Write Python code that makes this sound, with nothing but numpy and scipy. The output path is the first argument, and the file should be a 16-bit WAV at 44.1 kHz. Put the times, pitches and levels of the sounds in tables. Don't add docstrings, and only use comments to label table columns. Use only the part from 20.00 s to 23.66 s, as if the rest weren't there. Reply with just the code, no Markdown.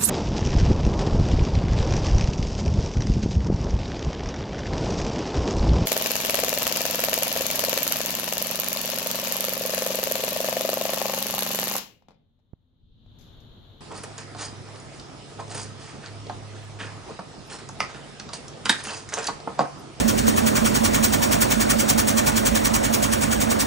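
import sys
import numpy as np
from scipy import signal
from scipy.fft import rfft, irfft, next_fast_len
from scipy.io import wavfile
from scipy.ndimage import uniform_filter1d, map_coordinates

SR = 44100
rng = np.random.default_rng(int(sys.argv[2]) if len(sys.argv) > 2 else 0)


def generate_wav(signal):
    frames = np.transpose(np.atleast_2d(signal))
    scaled = np.clip(frames, -1, 1) * 32767
    pcm = np.round(scaled).astype(np.int16)
    wavfile.write(sys.argv[1], SR, pcm)


def invert_db(x):
    u = np.asarray(x, float) / 20
    return 10 ** u


N = 161406

PICK_HZ, FIRST_PICK_S = 10.526, 0.001
# time_s, nozzle_db, reed_db
WALK = [(0, -21, -26.5), (.1, -20, -27), (.45, -20, -23.5), (.8, -17, -20.5), (1.2, -14.5, -21),
        (1.5, -16, -21), (1.9, -15, -22.5), (2.2, -17, -22.5), (2.6, -17.5, -23), (2.9, -19, -24),
        (3.3, -19.5, -23), (3.66, -18.5, -26)]

# pitch_hz, level_db
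HALL_COLOUR = [(200, -20.5), (600, 3), (1000, -1.5), (2000, -10.5), (4000, -21), (6000, -20.5),
               (10500, -18.5), (15600, -20.5)]
RUMBLE_COLOUR = [(25, -30), (45, 5), (100, -4), (140, 4.5), (220, -2), (330, -1.5), (600, 7), (1200, -33)]
HALL_DB, RUMBLE_DB = -26.5, -28
HALL_FOLLOWS = 0.4

# pitch_hz, level_db
FRAME_COLOUR = [(25, -26), (50, -9.5), (100, -8), (205, -9.5), (240, -1.5), (320, -7.5), (480, -13),
                (1300, -33)]
FRAME_DB = -23.5

TEETH = [42, 108, 16, 78]
# level_db, load_depth (dB per dB), hurry_rad
GEAR_TONES = [(-21.5, 1.1, 1.1), (-34.5, .6, -.8), (-39, .2, .1), (-41, .6, .5)]
# time_s, load_db
CAM_LOAD = [(0, -28.5), (.015, 6), (.033, -22.5), (.052, 4), (.088, 2), (.11, -9.5), (.155, -1), (.18, -1)]
FASTEST_S = 0.068
# time_s, level_db
DRIVE_NEARNESS = [(0, 1), (.6, 1), (1.2, .3), (2, -0.5), (2.8, -1.5), (3.66, -1.4)]

# pitch_hz, level_db
NOZZLE_COLOUR = [(1500, -4), (3500, -2), (5000, 0.5), (5700, 3.5), (9000, 2), (10500, 0.5), (13500, 2),
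                 (15700, 2.5)]
BLAST_RISE_S, BLAST_T60_S, BLAST_SCATTER_DB = 0.024, 0.12, 1.3
PICK_JITTER_S = 0.00064

# pitch_hz, level_db
REED_COLOUR = [(500, -35), (900, 2), (1400, -2.5), (2000, -4.5), (3000, -6), (4000, -13), (6000, -7.5)]
CLACK_LATE_S, CLACK_RISE_S, CLACK_T60_S = 0.0063, 0.029, 0.11
RINGING_HZ = [1143, 1313, 1434, 1625, 1802, 2026, 2280, 2755, 3300, 3640]
RING_DB, RING_WIDTH_HZ = -7, 55

# pitch_hz, lead_rad
RIGHT_LEADS_LOW = [(30, 0), (200, 1.2), (400, 3), (650, 3.5), (1200, 4), (1800, 5.5), (3500, 7), (4400, 7)]
RIGHT_LEADS_HIGH = [(4750, 8.6), (5050, 10.2), (5300, 12.1), (6200, 12.57), (8000, 13.6), (10000, 14.75),
                    (11900, 15.7), (15700, 17.4)]
# pitch_hz, likeness (0 to 1)
ALIKE_LOW = [(30, .98), (130, 1), (300, 0.73), (700, 0.82), (1300, 0.62), (2300, 0.075), (3000, 0.082),
             (3900, 0.57)]
ALIKE_HIGH = [(4500, .4), (4950, .5), (5250, .55), (5500, .88), (6500, .88), (8000, .8), (12000, .86),
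              (15000, .75)]
# pitch_hz, level_db
LEFT_BALANCE = [(30, 0), (95, -3.5), (170, -11), (230, -13), (400, -3), (1000, -1.5), (3300, 1), (5000, 0)]

# start_s, level_db, sweep_hz
PUFFS = [
    (.1, -20, 900),
    (.19, -19, 900),
    (.2805, -6, 1500),
    (.286, -12, 700),
    (.2935, -8, 120),
    (.3825, -6, 1500),
    (.476, -16, 1000),
]
PUFF_END_HZ, PUFF_FALL_S, PUFF_T60_S, PUFF_RIGHT_DB = 190, 0.002, 0.04, -1

# pitch_hz, level_db
MERGE_LIMIT = [(500, -11.5), (1200, -13), (3000, -13), (3900, -6.5), (5000, -7.5), (5700, -6),
               (10500, -5.6), (13300, -3.2)]
MERGE_EDGES = [16, 24, 32, 40, 48, 64, 80, 96, 120, 144, 160, 176, 196, 216, 240, 264, 292, *range(320, 800, 32)]
SHARP_BLOWS = [.7, 1.33, 1.9, 1.99, 2.01, 2.26, 2.97, 3.0, 3.02, 3.21, 3.62]
LOUD_KEEPS, MERGE_LUCK_DB = 0.19, 0.8
LOW_CUT_HZ, TOP_HZ = 40, 15750


def unit(x):
    return x / np.sqrt(np.mean(x ** 2) + 1e-20)


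def along(points, hz):
    f, v = np.transpose(points)
    return np.interp(np.log(hz + 1), np.log(f + 1), v)


def walk():
    s, *levels = np.transpose(WALK)
    return [np.interp(np.arange(N) / SR, s, level) for level in levels]


def wobble(rate):
    knots = rng.standard_normal(int(N * rate / SR) + 4)
    return map_coordinates(knots, [np.arange(N) * rate / SR])


def filtered(x, response):
    m = next_fast_len(N + 8192)
    return irfft(rfft(x, m) * response(np.fft.rfftfreq(m, 1 / SR)), m)[..., :N]


def rush(colour, patchy_db):
    z = signal.stft(rng.standard_normal((2, N)), nperseg=512)[2]
    patches = uniform_filter1d(rng.standard_normal(z.shape[1:]), size=6, axis=0)
    patches = uniform_filter1d(patches, size=4, axis=1)
    pair = signal.istft(z * invert_db(patchy_db * unit(patches)), nperseg=512)[1][:, :N]
    return unit(filtered(pair, lambda hz: invert_db(along(colour, hz))))


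def per_pick(late_s, rise_s, t60_s, scatter_db):
    count = int(N / SR * PICK_HZ) + 2
    luck = rng.standard_normal((count, 2))
    peaks = FIRST_PICK_S + late_s + np.arange(count) / PICK_HZ + PICK_JITTER_S * luck[:, 0]
    t = np.arange(N) / SR - peaks[:, None]
    rise = np.sin(np.pi / 2 * np.clip(1 + t / rise_s, 0, 1)) ** 1.1
    fall = invert_db(scatter_db * luck[:, 1:] - 60 * np.clip(t, 0, 1) / t60_s)
    return np.sqrt(np.sum((rise * fall) ** 2, axis=0))


def hall():
    hiss = invert_db(HALL_DB + 0.39 * wobble(2.8)) * rush(HALL_COLOUR, patchy_db=2.3)
    return hiss + invert_db(RUMBLE_DB) * rush(RUMBLE_COLOUR, patchy_db=3.5)


def frame():
    place = np.arange(N) * PICK_HZ / 2 / SR % 1 * 8192
    grid = np.arange(8193)
    patterns = rng.standard_normal((2, 3, 8193))
    drift = np.arange(N) / N * 1.65 + 0.41 * wobble(3.31)
    shake = []
    for first, second, _ in patterns:
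        early = np.interp(place, grid, first) * np.cos(drift)
        late = np.interp(place, grid, second) * np.sin(drift)
        shake.append(early + late)
    return invert_db(FRAME_DB) * unit(filtered(np.array(shake), lambda hz: invert_db(along(FRAME_COLOUR, hz))))


def gears():
    t = np.arange(N) / SR
    load_db = uniform_filter1d(np.interp(t, *np.transpose(CAM_LOAD), period=2 / PICK_HZ), size=300)
    hurry = np.sin(np.pi * PICK_HZ * (t - FASTEST_S))
    pair = np.zeros((2, N))
    for path in pair:
        for teeth, (db, depth, hurry_rad) in zip(TEETH, GEAR_TONES):
            level_db = db + depth * load_db + 0.69 * wobble(3.86) + 0.8 * wobble(25)
            phase = np.pi * PICK_HZ * teeth * t + hurry_rad * hurry
            phase = phase + 0.27 * wobble(2.26) + 0.32 * wobble(15) + 6 * rng.random()
            path += invert_db(level_db) * np.sin(phase)
    return np.sqrt(2) * pair


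def nozzles():
    flutter = invert_db(1.26 * wobble(400) + 0.91 * wobble(90))
    blasts = per_pick(0, BLAST_RISE_S, BLAST_T60_S, BLAST_SCATTER_DB)
    return invert_db(walk()[0]) * blasts * flutter * rush(NOZZLE_COLOUR, patchy_db=2.0)


def reed():
    rattle = invert_db(1.92 * wobble(250))
    clacks = per_pick(CLACK_LATE_S, CLACK_RISE_S, CLACK_T60_S, 0.64)
    clatter = clacks * rattle * rush(REED_COLOUR, patchy_db=2.0)

    def resonances(hz):
        total = 0
        for k, centre in enumerate(RINGING_HZ):
            damping = 1j * hz * RING_WIDTH_HZ
            total = total + (-1) ** k * damping / (centre * centre - hz * hz + damping)
        return total

    ring = unit(filtered(clatter, resonances)) * clatter.std()
    return invert_db(walk()[1] + 0.32) * (clatter + invert_db(RING_DB) * ring)


def ports(pair):
    def mix(hz):
        angle = np.arccos(np.clip(along(ALIKE_LOW + ALIKE_HIGH, hz), 0, 1)) / 2
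        return np.array([np.cos(angle), np.sin(angle)])

    def lag_and_balance(hz):
        lead = np.exp(0.5j * along(RIGHT_LEADS_LOW + RIGHT_LEADS_HIGH, hz))
        return np.array([invert_db(along(LEFT_BALANCE, hz)) / lead, lead])

    direct, scattered = filtered(pair, mix)
    return filtered(np.array([direct + scattered, direct - scattered]), lag_and_balance)


def puffs():
    out, t = np.zeros(N), np.arange(2000) / SR
    for start_s, db, sweep_hz in PUFFS:
        turns = PUFF_END_HZ * t + sweep_hz * PUFF_FALL_S * (1 - np.exp(-t / PUFF_FALL_S))
        rough = 1 + 0.6 * uniform_filter1d(rng.standard_normal(len(t)), size=9)
        swell = invert_db(db - 60 * t / PUFF_T60_S) * (1 - np.exp(-t * 2000))
        out[round(start_s * SR):][:len(t)] += swell * rough * np.sin(2 * np.pi * turns)
    return np.array([out, -invert_db(PUFF_RIGHT_DB) * out])


def scene():
    near_db = walk()[1]
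    nearness = invert_db(np.interp(np.arange(N) / SR, *np.transpose(DRIVE_NEARNESS)))
    drive = nearness * (frame() + gears())
    around = invert_db(HALL_FOLLOWS * (near_db - near_db.mean())) * hall()
    return ports(around + drive + nozzles() + reed()) + puffs()


def merged(x):
    lead_in = 944
    window = np.sin(np.pi * (np.arange(2048) + 0.5) / 2048)
    pair = np.array([x[0] + x[1], x[0] - x[1]]) / 2
    pair = np.pad(pair, ((0, 0), (lead_in, 0)))
    hz, t, z = signal.stft(pair, SR, window=window, nperseg=2048)
    band = np.searchsorted(MERGE_EDGES, np.arange(len(hz)), side="right")
    power = (band == band[:, None]) @ abs(z) ** 2
    from_blow_s = np.min(abs(t - lead_in / SR - np.array(SHARP_BLOWS)[:, None]), axis=0)
    sharp = from_blow_s < 512 / SR
    loud_db = 10 * np.log10(power[:, band > 20].sum(axis=(0, 1)) + 1e-12)
    luck_db = MERGE_LUCK_DB * rng.standard_normal((band.max() + 1, len(t)))[band]
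    limit_db = along(MERGE_LIMIT, hz)[:, None] - LOUD_KEEPS * (loud_db - np.median(loud_db)) + luck_db
    near_enough = power >= invert_db(2 * limit_db) * power[::-1]
    keep = near_enough | (power >= power[::-1]) | sharp
    mid, side = signal.istft(z * keep, SR, window=window, nperseg=2048)[1][:, lead_in:lead_in + N]
    return np.array([mid + side, mid - side])


def band_limit(x):
    return signal.sosfilt(signal.butter(12, 17130, fs=SR, output="sos"), x)


def record(dry):
    def band_limits(hz):
        return (hz < TOP_HZ) / np.sqrt(1 + (LOW_CUT_HZ / (hz + 1)) ** 6)

    mix = merged(filtered(dry, band_limits))
    return band_limit(mix)


dry = scene()
out = record(dry)
generate_wav(out)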